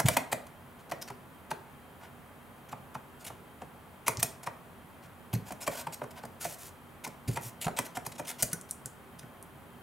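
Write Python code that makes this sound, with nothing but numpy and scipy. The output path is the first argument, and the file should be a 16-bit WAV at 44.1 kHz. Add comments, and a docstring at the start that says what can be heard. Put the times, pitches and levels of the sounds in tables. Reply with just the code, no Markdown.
"""Sharp pecks on a cardboard box: a cockatiel nibbling close to a stereo microphone in a small quiet room.
The beak slides over the paper, bites through crackling fibres and knocks on the panel, almost straight
ahead. Now and then the whole box thumps softly, and later on stiff fibres snap.
The room rings briefly around the bird, over a steady fan-like hum."""
import sys
import numpy as np
from scipy import signal
from scipy.fft import rfft, irfft
from scipy.io import wavfile
from scipy.ndimage import uniform_filter1d

SR = 44100
rng = np.random.default_rng(int(sys.argv[2]) if len(sys.argv) > 2 else 0)


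def bounce(signal):
    """Save signal as a 16-bit WAV file at the path given by the first command-line argument."""
    frames = np.transpose(np.atleast_2d(signal))
    limited = np.clip(frames, -1, 1)
    pcm = np.round(limited * 32767).astype(np.int16)
    wavfile.write(sys.argv[1], SR, pcm)


N = 433062

# modes of the cardboard: f/Hz, level/dB, t60/s
BOARD_MODES = [(137.5, 7, 0.033), (236, -9.5, 0.06), (293, -4, 0.037), (395, 7.5, 0.037), (570, -31, 0.018),
               (692, -5.5, 0.067), (727, 8, 0.015), (871, -9, 0.05), (933, 0.5, 0.038), (1060, -10, .022),
               (1270, -32, .02), (1462, 2.5, 0.052), (1620, -8, 0.013), (1800, 4, 0.012),
               (2060, -4.5, 0.021), (2414, -4.5, 0.031), (3020, -0.5, 0.038)]
# spectrum of breaking fibres: f/Hz, level/dB
CRUNCH_SPECTRUM = [(300, -60), (1500, -14), (3000, -13), (4500, -4), (6500, 1), (9000, 3.5), (12000, 1.5),
                   (14000, -8), (16000, -0.5)]
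PRESS_S = .008  # the beak presses this long before it bites


def amp(db):
    """Decibels to gain."""
    return 10 ** (np.asarray(db) / 20)


def unit_rms(x):
    """Scales to rms 1."""
    return x / np.sqrt(np.mean(x ** 2) + 1e-20)


def at_level(x, db):
    """Scales a blow so that its energy equals 10 ms at this level."""
    return amp(db) * x / np.sqrt(np.sum(x ** 2) / (SR / 100) + 1e-20)


def curve(points, hz, column=1):
    """Interpolates one column of a table along log frequency."""
    table = np.transpose(points)
    return np.interp(np.log(hz + 1), np.log(table[0] + 1), table[column])


def add(mix, s, sound):
    """Mixes a sound in at time s."""
    start = round(s * SR)
    sound = sound[max(-start, 0):]
    part = mix[max(start, 0):][:len(sound)]
    part += sound[:len(part)]


def seconds(size):
    """A time axis."""
    return np.arange(size) / SR


def bandpass(x, low_hz, high_hz):
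    """Keeps one band, with gentle slopes."""
    return signal.sosfilt(signal.butter(2, [low_hz, high_hz], "band", fs=SR, output="sos"), x)


def coloured(x, spectrum, tilt_db=0):
    """Minimum-phase filter with a given spectrum, tilted per octave above 2 kHz."""
    hz = abs(np.fft.fftfreq(1024, 1 / SR))
    octaves = np.log2(np.maximum(hz, 2000) / 2000)
    log_gain = np.log(amp(curve(spectrum, hz) + tilt_db * octaves))
    taps = np.fft.ifft(np.exp(np.conj(signal.hilbert(log_gain)))).real
    return signal.fftconvolve(x, taps)[:len(x)]


def swell(t, peak_s, steep):
    """Rises to 1 at peak_s, then dies away."""
    u = t / peak_s
    return (u * np.exp(1 - u)) ** steep


def fibre_breaks(size, spread_db):
    """Tiny fibre breaks: noise whose strength jumps every 12 samples."""
    return rng.standard_normal(size) * amp(spread_db * np.repeat(rng.standard_normal(size), 12)[:size])


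def bite(rise_s, steep, press, spread_db):
    """The beak presses in for a moment, then a cluster of fibres gives way."""
    t = seconds(4096) - PRESS_S
    pressing = press * np.exp(-abs(t) / 0.0015)
    return fibre_breaks(len(t), spread_db) * (pressing + swell(np.maximum(t, 0), rise_s, steep))


def paper_edge(x, lift, width_hz):
    """Each torn edge of paper has a few shrill resonances of its own."""
    out = x
    for hz in np.geomspace(2100, 11500, 7) * rng.uniform(.86, 1.14, 7):
        out = out + lift * rng.random() * signal.lfilter(*signal.iirpeak(hz, hz / width_hz, fs=SR), x)
    return out


def cardboard(force, centre_hz, octaves):
    """The board rings; where the beak lands shifts its modes a little and decides which take the blow."""
    t = seconds(len(force))
    response = np.zeros(len(t))
    for hz, db, t60 in BOARD_MODES:
        shift = rng.uniform(.96, 1.04)
        share = 1 / (1 + (np.log2(hz / centre_hz) / octaves) ** 4)
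        response += share * amp(db - 60 * t / t60) * np.cos(2 * np.pi * hz * shift * t)
    return signal.fftconvolve(force, response)[:len(t)]


def peck(thud_db, knock_db, knock_hz, clack_db, crunch_db, rise_s=.002):
    """The breaking fibres crunch; the panel and, more slowly, the box answer."""
    fibres = coloured(bite(rise_s, steep=0.99, press=0.092, spread_db=1.5), CRUNCH_SPECTRUM)
    crunch = paper_edge(fibres, lift=1.35, width_hz=280)
    clack = cardboard(bite(rise_s, steep=2.1, press=0.64, spread_db=8), 2160, octaves=0.37)
    knock = cardboard(bite(1.28 * rise_s, steep=1.22, press=0.74, spread_db=4), knock_hz, octaves=0.27)
    thud = cardboard(bite(3.84 * rise_s, steep=1.96, press=0.29, spread_db=0.5), 171, octaves=0.98)
    # the soft panel passes on little treble
    knock = at_level(bandpass(knock, 380, 1900), knock_db)
    thud = at_level(bandpass(thud, 60, 480), thud_db)
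    return at_level(crunch, crunch_db) + at_level(clack, clack_db) + knock + thud


def pecking():
    """The beak slides to a hold, then bites; knock and crunch set all the levels of a peck."""
    # bites: t/s, knock level/dB, knock f/Hz, crunch level/dB, slide beforehand/s
    pecks = [(0.0, -26.5, 880, -29, 0.0044), (0.0839, -25.5, 890, -23, 0.029),
             (0.169, -23, 1020, -28, 0.00086), (0.327, -27.5, 820, -31.5, 0.011),
             (0.919, -30.5, 770, -47, 0.0047), (1.102, -40.5, 885, -56, 0.00096),
             (1.5126, -31, 946, -46, 0.0069), (2.728, -37, 900, -64, 0.013), (2.952, -36, 910, -59, 0.0073),
             (3.302, -44, 845, -62, 0), (3.619, -41, 830, -62, 0.001), (4.08, -26, 911, -25, .016),
             (4.228, -32, 755, -21.5, 0.0045), (4.471, -31.5, 871, -51.5, 0.0085),
             (5.507, -40, 745, -52, .055), (5.521, -42, 788, -45, 0.0052),
             (5.676, -28.5, 790, -34.5, 0.011), (5.87, -33, 847, -60, 0.00047), (6.017, -34, 695, -64, 0),
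             (6.039, -44.5, 776, -57, 0.0082), (6.236, -41, 800, -60, 0.0038), (6.251, -47, 743, -49.5, 0),
             (6.451, -32, 674, -64, 0), (7.065, -41, 870, -59, 0.00044), (7.074, -47, 766, -46, 0.0017),
             (7.371, -31, 813, -43, 0.016), (7.667, -32, 785, -53, 0.0011), (7.681, -31.5, 755, -62, 0.001),
             (7.788, -29, 854.4, -29.5, 0.023), (7.97, -33, 770, -41.5, 0.02),
             (8.064, -39.5, 786, -36.5, 0.014), (8.196, -35, 766, -44.5, 0.016),
             (8.427, -36, 597, -22, .045), (8.53, -42, 1550, -31.5, 0.018),
             (8.857, -53.5, 1500, -52, 0.0064), (9.23, -54, 1710, -66, 0.005)]
    # the other parts: level in an average peck/dB, dB per dB of knock, dB per dB of crunch
    thud = (-41, 0.4, 0.13)
    clack = (-42.5, 1, 0.32)
    slide_rasp = (-48.5, 0.79, 0.23)
    slide_murmur = (-49.5, 1, 0.035)
    average_knock_db, average_crunch_db = -34, -42
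    out = np.zeros(N)
    for s, knock_db, knock_hz, crunch_db, slide_s in pecks:
        thud_db, clack_db, rasp_db, murmur_db = (
            db + per_knock * (knock_db - average_knock_db) + per_crunch * (crunch_db - average_crunch_db)
            for db, per_knock, per_crunch in (thud, clack, slide_rasp, slide_murmur))
        add(out, s - PRESS_S, peck(thud_db, knock_db, knock_hz, clack_db, crunch_db))
        if slide_s > 0:
            add(out, s - slide_s - .003, scrape(slide_s, rasp_db, murmur_db))
    return out


def scrape(length_s, rasp_db, murmur_db):
    """A dense run of fibre slips under uneven pressure; the paper rasps and the panel murmurs."""
    # spectrum of rubbed paper: f/Hz, level/dB
    rub_spectrum = [(200, -29), (1400, 4), (2300, 3), (3700, 0), (5000, 1.5), (7000, 4), (11500, 3.5),
                    (13500, 1.5), (16000, -3.5)]
    t = seconds(int((max(length_s, .004) + 0.0077) * SR))
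    pressure = amp(1.9 * unit_rms(uniform_filter1d(rng.standard_normal(SR), 260))[:len(t)])
    stroke = fibre_breaks(len(t), spread_db=3) * pressure * signal.windows.tukey(len(t), .75)
    # a beak that skims sounds brighter than one that leans on the panel
    slips = coloured(stroke, rub_spectrum, tilt_db=0.1 * (rasp_db - murmur_db - 7))
    lift = 5.8 / (1 + (length_s / 0.041) ** 2)  # short nips squeak, long strokes hiss evenly
    # the beak slides from one paper edge to the next, so the resonances shift
    slide = np.sin(np.pi * t / .07) ** 2
    rasp = sum(share * paper_edge(slips, lift, width_hz=390) for share in (1 - slide, slide))
    murmur = cardboard(stroke, 1000, octaves=0.74)
    return amp(rasp_db) * unit_rms(rasp) + amp(murmur_db) * unit_rms(murmur)


def room_tone(level_db=-52.5):
    """Steady air noise with a few narrow, fan-like hums, much alike in both channels."""
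    # air noise: f/Hz, level/dB
    air = [(15, -61), (25, -21.5), (75, -3.5), (136, -8), (178, -2.5), (240, -9), (267, -6.5), (389, -11.5),
           (421, -9.5), (1020, -9), (2850, -23.5), (3260, -25.5), (5580, -36), (10400, -28), (15500, -29.5)]
    # humming resonances and one dip: f/Hz, width/Hz, gain/dB
    hums = [(91, 8.4, 6.5), (137.6, 13.7, 10.5), (239.4, 11.2, 14), (391.5, 13.4, 8.5), (920, 28, -2.5),
            (3160, 32, 12)]
    # left-right likeness: f/Hz, coherence/0-1
    likeness = [(60, 0.9), (150, 0.74), (380, 0.75), (950, 0.82), (2380, 0.35), (5980, 0.83), (15000, 0.7)]
    hz = np.fft.rfftfreq(N, 1 / SR)
    hum_db = sum(db / (1 + (2 * (hz - f) / width) ** 2) for f, width, db in hums)
    mid, side = rfft(rng.standard_normal((2, N))) * amp(curve(air, hz) + hum_db)
    coherence = curve(likeness, hz)
    side *= np.sqrt((1 - coherence) / (1 + coherence))
    mid, side = irfft(mid, N), irfft(side, N)
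    return amp(level_db) * np.array([mid + side, mid - side]) / np.std(mid)


def thump(db, hz, half_s):
    """The box flexes through a few slow swings, centred 50 ms in, and shudders as it does."""
    t = seconds(round(.1 * SR)) - .05
    flex = np.exp(-(t / half_s) ** 2)
    shudder = np.sqrt(flex) * bandpass(rng.standard_normal(len(t)), 50, 220)
    return at_level(flex * np.sin(2 * np.pi * hz * t), db) + at_level(shudder, db - 8.5)


def snap(db, hz):
    """A stiff fibre starts to splinter, then breaks 1 ms later with one very short, high ring."""
    t = seconds(1024)
    tick = swell(t, peak_s=.0001, steep=1.4) * np.sin(2 * np.pi * hz * t)
    splinters = coloured(fibre_breaks(len(t), spread_db=2) * np.exp(-t / .005), CRUNCH_SPECTRUM)
    splinters = signal.lfilter(*signal.iirpeak(hz, 1.3, fs=SR), splinters)
    return at_level(np.roll(tick, round(.001 * SR)), db) + at_level(splinters, db - 5)


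def diffuse(x, above_hz, wander_hz, smooth_samples):
    """A diffuse echo: a fast random wander in pitch leaves no steady tones in its upper band."""
    spectrum = rfft(x) / (1 + (above_hz / (np.fft.rfftfreq(N, 1 / SR) + 1)) ** 8)
    upper, quarter_turn = irfft(spectrum, N), irfft(spectrum * -1j, N)
    shift_hz = wander_hz * unit_rms(uniform_filter1d(rng.standard_normal(N), smooth_samples))
    phase = 2 * np.pi * np.cumsum(shift_hz) / SR
    return x - upper + upper * np.cos(phase) - quarter_turn * np.sin(phase)


def room_echo(x):
    """Close boxes and walls throw back a dense early cluster; each band then dies at its own speed."""
    # reverberation: f/Hz, t60/s, level/dB, side-to-mid width/dB
    reverb = [(100, 0.25, -12, -29), (316, 0.32, 2, -6), (900, 0.5, -10, -5), (2170, 0.38, -7, -6.5),
              (6400, 0.3, -9.5, -14), (14000, 0.25, -12, -8)]
    age = seconds(SR)
    envelope = np.clip((age - .002) / 0.00067, 0, 1) * (1 + 0.6 * np.exp(-age / 0.012))
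    reflections = rng.choice([-1., 1.], (2, SR)) * envelope
    hz, t, bands = signal.stft(reflections, SR, nperseg=256)
    t60 = curve(reverb, hz)[:, None]
    bands *= amp(curve(reverb, hz, column=2)[:, None] - 60 * t / t60)
    bands *= np.sqrt(np.log(1e6) / t60 / SR)  # a longer decay adds no energy
    bands[1] *= amp(curve(reverb, hz, column=3))[:, None]
    response = signal.istft(bands, SR, nperseg=256)[1]
    mid, side = signal.fftconvolve(x[None], response, axes=1)[:, :N]
    mid = diffuse(mid, above_hz=2800, wander_hz=160, smooth_samples=200)
    mid = diffuse(mid, above_hz=300, wander_hz=45, smooth_samples=500)
    return np.array([mid + side, mid - side])


def scene():
    """The bird works close to the microphone, in the centre, with the small room around it."""
    # separate strokes of the beak over the paper, some alone, some running into a bite:
    # t/s, length/s, rasp level/dB, murmur level/dB
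    scrapes = [(0.105, 0.053, -45.5, -55), (0.467, 0.0041, -56.5, -57), (0.785, .034, -70, -63),
               (0.896, 0.0076, -57, -52.5), (1.014, 0.015, -42.5, -53), (1.076, 0.014, -49, -52),
               (2, .079, -79, -55), (2.686, 0.011, -57, -63), (3.193, 0.045, -60, -59),
               (3.243, 0.015, -47.5, -59), (3.26, 0.03, -45.5, -54), (4.193, 0.016, -41, -55),
               (4.43, 0.014, -51, -52), (5.018, 0.053, -69, -61), (5.33, .011, -44, -42.5),
               (5.344, 0.014, -47, -60), (5.604, 0.046, -45.5, -51), (5.69, .094, -50.5, -48.5),
               (5.757, 0.075, -45.5, -48.5), (5.921, 0.03, -44.5, -55), (6.107, .01, -54.5, -67),
               (6.152, 0.05, -63, -51), (6.395, 0.084, -42, -52.5), (6.445, .12, -48.5, -71),
               (6.555, 0.16, -52, -70), (7.039, 0.016, -41, -44.5), (7.276, 0.017, -44, -57),
               (7.287, .073, -51.5, -68), (7.395, .12, -48, -80), (7.61, 0.029, -39.5, -56),
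               (7.64, 0.021, -41.5, -47), (7.846, .028, -49.5, -51), (8.117, 0.0093, -50, -55),
               (8.153, 0.012, -56, -59), (8.249, 0.011, -52.5, -56), (8.262, 0.064, -41.5, -50),
               (8.687, 0.017, -55, -83), (9.188, .013, -51, -61)]
    # stiff fibres snapping: t/s, level/dB, f/Hz
    snaps = [(4.1718, -41.5, 5570), (5.339, -40, 12200), (8.425, -28.5, 7900), (8.4291, -46, 8590),
             (8.532, -36, 9400), (8.613, -48.5, 8430), (8.7109, -34.5, 9500), (8.8589, -39, 8540),
             (9.427, -50, 10850)]
    # soft thumps of the box: centre t/s, level/dB, f/Hz, half length/s
    thumps = [(0.056, -19, 119, 0.0081), (0.087, -26, 93, 0.016), (4.189, -30.5, 103, .0086),
              (5.346, -23.5, 114, 0.0084), (5.364, -27.5, 140, 0.0054), (7.295, -23.5, 106.9, 0.009),
              (7.463, -40, 116, 0.018), (7.67, -28.5, 163, 0.0043), (8.434, -34.5, 120.5, 0.0031),
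              (8.538, -37, 158, 0.0066), (8.861, -45, 126, 0.0085), (9.24, -43.5, 132, 0.011)]
    bird = pecking()
    for s, *row in scrapes:
        add(bird, s - .003, scrape(*row))
    for s, *row in snaps:
        add(bird, s - .001, snap(*row))
    for s, *row in thumps:
        add(bird, s - .05, thump(*row))
    return bird + room_echo(bird) + room_tone()


def record(dry):
    """The microphone's two ports hear slightly different colours, and nothing above about 16 kHz."""
    # port mismatch: f/Hz, left minus right level/dB, left lead/rad
    ports = [(100, -0.6, 0.1), (300, -1.6, -0.25), (700, -0.8, -0.15), (1800, 0.5, -0.42),
             (3000, 0.3, 0.12), (4000, .6, -0.45), (7000, -0.6, -0.2), (10000, 1.0, -.03),
             (12600, 2.6, 0.51), (15400, 0, 0.73)]
    hz = np.fft.rfftfreq(N, 1 / SR)
    lean = np.sqrt(amp(curve(ports, hz)) * np.exp(1j * curve(ports, hz, column=2)))
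    stereo = irfft(rfft(dry) * np.array([lean, 1 / lean]), N)
    lowpass = signal.firwin(401, 15850, window=("kaiser", 9), fs=SR)
    return signal.oaconvolve(stereo, lowpass[None], "same")


dry = scene()
out = record(dry)
bounce(out)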